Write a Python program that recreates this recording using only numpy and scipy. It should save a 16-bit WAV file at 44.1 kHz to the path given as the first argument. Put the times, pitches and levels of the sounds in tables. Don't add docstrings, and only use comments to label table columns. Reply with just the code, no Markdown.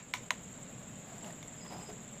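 import sys
import numpy as np
from scipy import signal
from scipy.fft import rfft, irfft
from scipy.io import wavfile
from scipy.ndimage import uniform_filter1d, minimum_filter1d

SR = 44100
rng = np.random.default_rng(int(sys.argv[2]) if len(sys.argv) > 2 else 0)


def field_ratio(decibels):
    return 10 ** (np.asarray(decibels, dtype=float) / 20)


def to_wav(s):
    ch = np.atleast_2d(s).T
    pcm = np.round(np.clip(ch, -1, 1) * 32767)
    wavfile.write(sys.argv[1], SR, pcm.astype(np.int16))


N = 97020


def noise(n):
    return rng.standard_normal(n)


def evened(x):
    return x / np.sqrt(np.mean(x ** 2) + 1e-20)


def read(points, hz):
    f, value = np.transpose(points)
    return np.interp(np.log(hz + 1), np.log(f + 1), value)


def colour(x, points):
    gain = field_ratio(read(points, np.fft.rfftfreq(len(x), 1 / SR)))
    return evened(irfft(rfft(x) * gain, len(x)))


def above(x, hz, order):
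    return signal.sosfilt(signal.butter(order, hz, "high", fs=SR, output="sos"), x)


def eased(x, rise_s):
    rise = np.minimum(np.arange(len(x)) / SR / rise_s, 1)
    return x * np.sin(np.pi / 2 * rise) ** 2


def add(mix, s, sound):
    part = mix[max(round(s * SR), 0):][:len(sound)]
    part += sound[:len(part)]


def resonate(x, hz, width_hz):
    turn = np.exp(2j * np.pi * np.cumsum(hz * np.ones(len(x))) / SR)
    r = np.exp(-np.pi * width_hz / SR)
    return 2 * (turn * signal.lfilter([1 - r], [1, -r], x / turn)).real


def ring(modes):
    t = np.arange(SR // 8) / SR
    return sum(field_ratio(db - 60 * t / t60) * np.sin(2 * np.pi * hz * t) for hz, db, t60 in modes)


def burst(db, t60, points):
    t = np.arange(SR // 8) / SR
    return field_ratio(db - 60 * t / t60) * colour(noise(len(t)), points)


# (frequency [Hz], t60 [s])
ROOM_DECAY = [(600, 0.27), (2000, 0.18), (5000, 0.23), (12000, 0.18)]
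ROOM_GAP_S = 0.0043


def room(x):
    hz, t, z = signal.stft(noise(SR // 2), SR, nperseg=128)
    decay = field_ratio(-60 * t / read(ROOM_DECAY, hz)[:, None])
    tail = signal.istft(z * decay, SR, nperseg=128)[1]
    tail = tail * np.clip(np.arange(len(tail)) / SR / ROOM_GAP_S - 1, 0, 1)
    return signal.fftconvolve(x, tail / np.linalg.norm(tail))[:len(x)]


# (frequency [Hz], level [dB per Hz])
HUM = [(20, -16.5), (60, -14.5), (120, -3.5), (170, -0.5), (240, -4.5), (330, -14), (600, -12.5),
       (900, -23)]
# (frequency [Hz], level [dB per Hz])
AIR = [(300, -3.5), (900, 0.5), (2200, -1), (3800, -5), (4600, -14.5), (6000, -15.5), (9000, -61)]
# (frequency [Hz], level [dB per Hz])
HISS = [(3000, -28), (6000, 5), (8500, 6), (10000, -1), (15500, -12)]
HUM_DB, AIR_DB, HISS_DB = -51, -58.5, -73.5


def night():
    hz, t, z = signal.stft(noise(N), SR, nperseg=512)
    patches = uniform_filter1d(noise(z.shape), size=4, axis=0)
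    patches = evened(uniform_filter1d(patches, size=6, axis=1))
    air = signal.istft(z * field_ratio(0.82 * patches), SR, nperseg=512)[1][:N]
    hum = colour(noise(N), HUM + [(2500, -43.0)])
    hiss = colour(noise(N), HISS)
    return field_ratio(HUM_DB) * hum + field_ratio(AIR_DB) * colour(air, AIR) + field_ratio(HISS_DB) * hiss


def wing(t, hz, strokes_per_s, width_hz, glide, blur):
    u = (t * strokes_per_s + rng.random()) % 1
    wobble = evened(uniform_filter1d(noise(len(t)), size=300))
    pitch = hz * (1 + glide * (.5 - u) + 0.00653 * wobble)
    tone = np.sin(np.pi * u) * np.sin(2 * np.pi * np.cumsum(pitch) / SR)
    haze = noise(len(t))
    for widening in (1.33, 2, 3):
        haze = resonate(haze, hz, widening * width_hz)
    return evened(np.sqrt(1 - blur) * evened(tone) + np.sqrt(blur) * evened(haze))


UNEVEN_DB = 3.5


def throb(per_s, first, duty):
    turns = (np.arange(N) / SR - first) * per_s + 9
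    strength = field_ratio(UNEVEN_DB * noise(99))[turns.astype(int)]
    return strength * np.sin(np.pi * np.clip(turns % 1 / duty, 0, 1) ** 0.18) ** 2


# (pitch [Hz], level [dB], duty [0-1])
CRICKETS = [
    (7550, -57, 1),
    (7310, -59.5, 1),
    (7112, -62, 1),
    (6830, -61.5, 1),
    (8090, -73, 1),
]
# (rate [chirps per s], first chirp [s])
CHIRP_TIMES = [(20.0, .0262), (20.0, .031), (18.4, .019), (23.0, 0.0), (5.77, .084)]
CHIRP_REST = (0.53, 0.39, 1, 0.79, 0.19)
STROKES_PER_S, GLIDE, WING_WIDTH_HZ, BLUR = 160, 0.049, 214, 0.87
# (time [s], length [s], level [dB])
LOW_CHIRPS = [
    (1.575, 0.025, -71),
    (1.604, 0.048, -63),
    (1.666, 0.041, -61),
    (1.714, 0.043, -62.5),
    (1.762, 0.024, -65),
    (1.8, .032, -63.5),
    (1.853, 0.054, -63),
]
LOW_HZ, LOW_STROKES_PER_S, LOW_WIDTH_HZ, LOW_GLIDE, LOW_BLUR = 5025, 76, 280, .035, .25
LOW_BETWEEN_DB = -71
# (frequency [Hz], level [dB])
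BUZZ = [(8000, -22), (10000, 3), (11800, 9), (14000, 2), (15500, 6.5)]
BUZZ_DB, BUZZ_DUTY, BUZZ_PER_S, BUZZ_FIRST_S = -75, .6, 10.62, .032
TICKS_PER_S, TICK_S = 172.2, .0025


def crickets():
    t, out = np.arange(N) / SR, np.zeros(N)
    for k, (hz, db, duty) in enumerate(CRICKETS):
        strokes_per_s = STROKES_PER_S * (1 - 0.066 * k)
        width_hz = WING_WIDTH_HZ * (1 + 0.22 * k)
        song = wing(t, hz, strokes_per_s, width_hz, GLIDE, BLUR)
        strength = throb(*CHIRP_TIMES[k], duty) + CHIRP_REST[k]
        out += field_ratio(db) * evened(strength * song)

    low = wing(t, LOW_HZ, LOW_STROKES_PER_S, LOW_WIDTH_HZ, LOW_GLIDE, LOW_BLUR)
    out += field_ratio(LOW_BETWEEN_DB) * low * np.interp(t, [1.55, 1.62, 1.9, 1.95], [0, 1, 1, 0])
    for s, length, db in LOW_CHIRPS:
        u = np.arange(0, length, 1 / SR) / length
        swell = np.clip(8 * np.minimum(u, 1 - u), 0, 1)
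        add(out, s, field_ratio(db) * swell * low[round(s * SR):][:len(u)])

    ticks = np.exp(-(t * TICKS_PER_S % 1) / TICKS_PER_S / TICK_S) * noise(N)
    turns = (t - BUZZ_FIRST_S) * BUZZ_PER_S % 1
    bursts = np.sin(np.pi * np.clip(turns / BUZZ_DUTY, 0, 1) ** 0.51)
    return out + field_ratio(BUZZ_DB) * colour(ticks * bursts, BUZZ)


# (time [s], level [dB], pitch [Hz], t60 [s])
KNOCKS = [(0.92, -39.5, 134, 0.079), (1.119, -47, 670, 0.079), (1.139, -39, 195, 0.066),
          (1.2095, -51, 5100, .01), (1.237, -36, 216, .04), (1.2445, -41, 2870, 0.016),
          (1.249, -61, 14500, .02), (1.259, -61, 10400, .05), (1.303, -45, 1850, .025),
          (1.33, -61, 14600, .015), (1.3301, -62, 10400, .015), (1.428, -58, 12000, .008),
          (1.4282, -43, 2150, 0.017), (1.4283, -40, 3600, .012), (1.4284, -47, 5900, .008),
          (1.481, -51, 2010, 0.04), (1.528, -45, 154, 0.071), (1.605, -52, 2260, 0.02),
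          (1.659, -49, 1010, .04), (1.661, -49, 1990, 0.03), (1.662, -51, 3400, 0.033),
          (1.716, -46, 560, .06), (1.718, -43, 760, .05), (1.776, -40, 168, 0.14),
          (1.886, -41.5, 421, 0.15), (1.888, -43.5, 621, 0.1), (1.912, -41, 181, 0.07)]
# (time [s], level [dB])
TICKS = [(1.2095, -59), (1.235, -55), (1.2455, -49), (1.249, -51), (1.263, -49), (1.279, -55), (1.289, -54),
         (1.301, -53), (1.308, -45), (1.3305, -52), (1.4286, -44), (1.662, -56), (1.7232, -51),
         (1.8863, -53)]
# (frequency [Hz], level [dB])
TICK = [(1500, 1), (3500, 6), (6000, -11), (8500, -7), (11500, -9), (15500, -17)]
TICK_T60_S = 0.0069


def knocks():
    out = np.zeros(N)
    for s, db, hz, t60 in KNOCKS:
        modes = [(hz, db, t60), (hz * 1.14, db - 18, t60 * 0.38), (hz * 0.59, db - 12, t60 * 1.5)]
        add(out, s, eased(ring(modes), 1 / hz))
    for s, db in TICKS:
        add(out, s, burst(db, TICK_T60_S, TICK))
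    return out


# (time [s], length [s], level [dB], hollow pitch [Hz], scuff level [dB])
SLIDES = [
    (1.052, 0.28, -59.5, 680, -61),
    (1.232, 0.11, -52, 632, -57),
    (1.646, 0.038, -54.5, 970, -59),
    (1.703, 0.039, -48.5, 765, -54),
    (1.725, 0.016, -63, 885, -55.5),
    (1.731, 0.056, -49, 685, -62),
    (1.734, 0.087, -62, 540, -71),
    (1.767, 0.11, -54.5, 790, -58),
    (1.887, 0.031, -51, 630, -53.5),
]
# (frequency [Hz], level [dB])
SCUFF = [(1000, 1.5), (2500, -4), (4000, -8), (8000, -13.5), (15000, -19.5)]
SLIPS_PER_S, SLIP_SPREAD_DB, GRIT = 1700, 2.5, 1.3
HOLLOW_WIDTH_HZ, TABLE_HZ, TABLE_DB = 186, 300, -4.5


def slides():
    out = np.zeros(N)
    strength = field_ratio(SLIP_SPREAD_DB * rng.exponential(1, N).clip(0, 2)) * noise(N)
    slips = strength * (rng.random(N) < SLIPS_PER_S / SR)
    scuff = colour(evened(slips) * GRIT + noise(N), SCUFF)
    for k, (s, length, db, hz, scuff_db) in enumerate(SLIDES):
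        u, at = np.arange(0, length, 1 / SR) / length, round(s * SR)
        grit = slips[k * N // 12:][:len(u)]
        table = evened(resonate(resonate(grit, TABLE_HZ, 226), TABLE_HZ, 290))
        hollow = evened(resonate(resonate(grit, hz, HOLLOW_WIDTH_HZ), hz, 2 * HOLLOW_WIDTH_HZ))
        body = field_ratio(db) * (hollow + field_ratio(TABLE_DB) * table)
        swell = np.sin(np.pi * u ** 0.51) ** 0.68
        add(out, s, swell * (body + field_ratio(scuff_db) * scuff[at:at + len(u)]))
    return out


def handling():
    out = above(knocks() + slides(), 75, order=2)
    return out + field_ratio(-10.5) * room(out)


SNAP_S = (.13798, .3062)
# (level [dB], sharp tick level [dB], room send [dB])
SNAPS = [
    (-11.5, -21, 0.5),
    (-7.5, -33, -6.5),
]
# (frequency [Hz], level [dB])
ROCKER_A = [(1600, -23), (1935, 3), (2200, 0), (2780, 10), (3380, 4.5), (3900, -27), (4400, -38), (6000, 2),
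            (6950, 2.5), (8000, -0.5), (9500, -5)]
# (frequency [Hz], level [dB])
ROCKER_B = [(1330, -9), (1857, 8.5), (2500, 3), (2795, -7), (3350, 1.5), (4060, -6), (5150, -14),
            (5730, -23), (6730, 5), (7660, -10), (9170, -19)]
ROCKER_T60_S = (.007, .009)
# (frequency [Hz], level [dB], t60 [s])
BOX_A = [(1005, -4.5, 0.065), (1050, -10, 0.046), (2150, -12, 0.049)]
# (frequency [Hz], level [dB], t60 [s])
BOX_B = [(630, -14.5, 0.11), (817, -11, 0.038), (1010, 2, 0.015), (1800, 5.5, 0.0095)]
# (frequency [Hz], level [dB], t60 [s])
PUNCH = [(2350, 15, .005), (2250, 15, .0055)]
# (delay [s], level [dB])
RATTLE_A = [(-.0017, -20), (.001, -9), (.005, -22), (.0135, -22), (.0152, -21), (.021, -25), (.034, -27)]
# (delay [s], level [dB])
RATTLE_B = [(-.0004, -24), (.0011, -10), (.0021, -9), (.007, -24)]
# (frequency [Hz], level [dB])
CRACK = [(400, -1.5), (1000, 10), (2200, -3), (3800, 4), (4800, -19), (6500, 4.5), (10000, -17),
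         (15300, -17)]
# (crack level [dB], chatter level [dB], chatter t60 [s])
CHATTER = [(-23, -21, 0.081), (-8, -23, 0.066)]
# (frequency [Hz], level [dB], t60 [s])
SNAP_TICK = [(10800, 0, 0.004), (12900, -4, 0.004), (15300, -4, 0.006)]
SNAP_RISE_S, CRACK_T60_S, CHATTER_RISE_S = .0002, .008, .003
ROCKER_LOW_HZ, BOX_LOW_HZ = 1300, 560
ROOM_DB, EARLIER_DB, EARLIER_S = -15.5, -11.5, 0.024


def switches():
    lead = SR // 10
    out, sent = np.zeros((2, N + lead))
    parts = zip(SNAP_S, SNAPS, (ROCKER_A, ROCKER_B), ROCKER_T60_S, (BOX_A, BOX_B),
                (RATTLE_A, RATTLE_B), CHATTER, PUNCH)
    for s, levels, modes, t60, box, rattle, loose, punch in parts:
        db, tick_db, room_db = levels
        crack_db, chatter_db, chatter_t60 = loose
        rocker = above(ring([(hz, mode_db, t60) for hz, mode_db in modes]), ROCKER_LOW_HZ, order=2)
        blow = eased(-rocker - ring(box + [punch]), SNAP_RISE_S)
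        crack = eased(burst(crack_db, CRACK_T60_S, CRACK), SNAP_RISE_S)
        blow = blow / abs(blow).max() + crack

        snap = np.zeros(N + lead)
        for delay, rattle_db in [(0.0001, 0.013)] + rattle:
            add(snap, lead / SR + s + delay, field_ratio(db + rattle_db) * blow)
        chatter = eased(burst(chatter_db, chatter_t60, CRACK), CHATTER_RISE_S)
        tick = field_ratio(tick_db) * eased(ring(SNAP_TICK), 2 * SNAP_RISE_S)
        add(snap, lead / SR + s, field_ratio(db) * (chatter - tick))
        out += snap
        sent += field_ratio(room_db) * snap
    add(sent, lead / SR - EARLIER_S, field_ratio(EARLIER_DB) * blow)
    return above(out + field_ratio(ROOM_DB) * room(sent), BOX_LOW_HZ, order=3)[lead:]


def scene():
    return (night() + crickets() + handling() + switches())[None]


def top_cut(x):
    return signal.sosfilt(signal.butter(12, 16630, fs=SR, output="sos"), x)


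DUCK_FROM_DB, DUCK_SHARE, RECOVER_DB_PER_S, LOOK_AHEAD_S = -33.5, 0.33, 592, .018
START_DUCK_DB, START_RECOVER_S = 4.5, 0.099
EDGE_HZ = 15480


def record(dry):
    power_db = 10 * np.log10(abs(uniform_filter1d(dry[0] ** 2, size=100)) + 1e-12)
    ahead = round(LOOK_AHEAD_S * SR)
    early_db = -minimum_filter1d(-power_db, size=ahead, origin=-(ahead // 2))
    fall = np.arange(N) * RECOVER_DB_PER_S / SR
    held_db = np.maximum.accumulate(early_db + fall) - fall
    over_db = np.maximum(held_db - DUCK_FROM_DB, 0)
    start_db = START_DUCK_DB * np.exp(-(np.arange(N) / SR / START_RECOVER_S) ** 2)
    ducked = dry / field_ratio(DUCK_SHARE * uniform_filter1d(over_db, size=300) + start_db)
    limited = signal.oaconvolve(ducked, signal.firwin(801, EDGE_HZ, fs=SR)[None], "same")
    return top_cut(limited)


dry = scene()
out = record(dry)
to_wav(out)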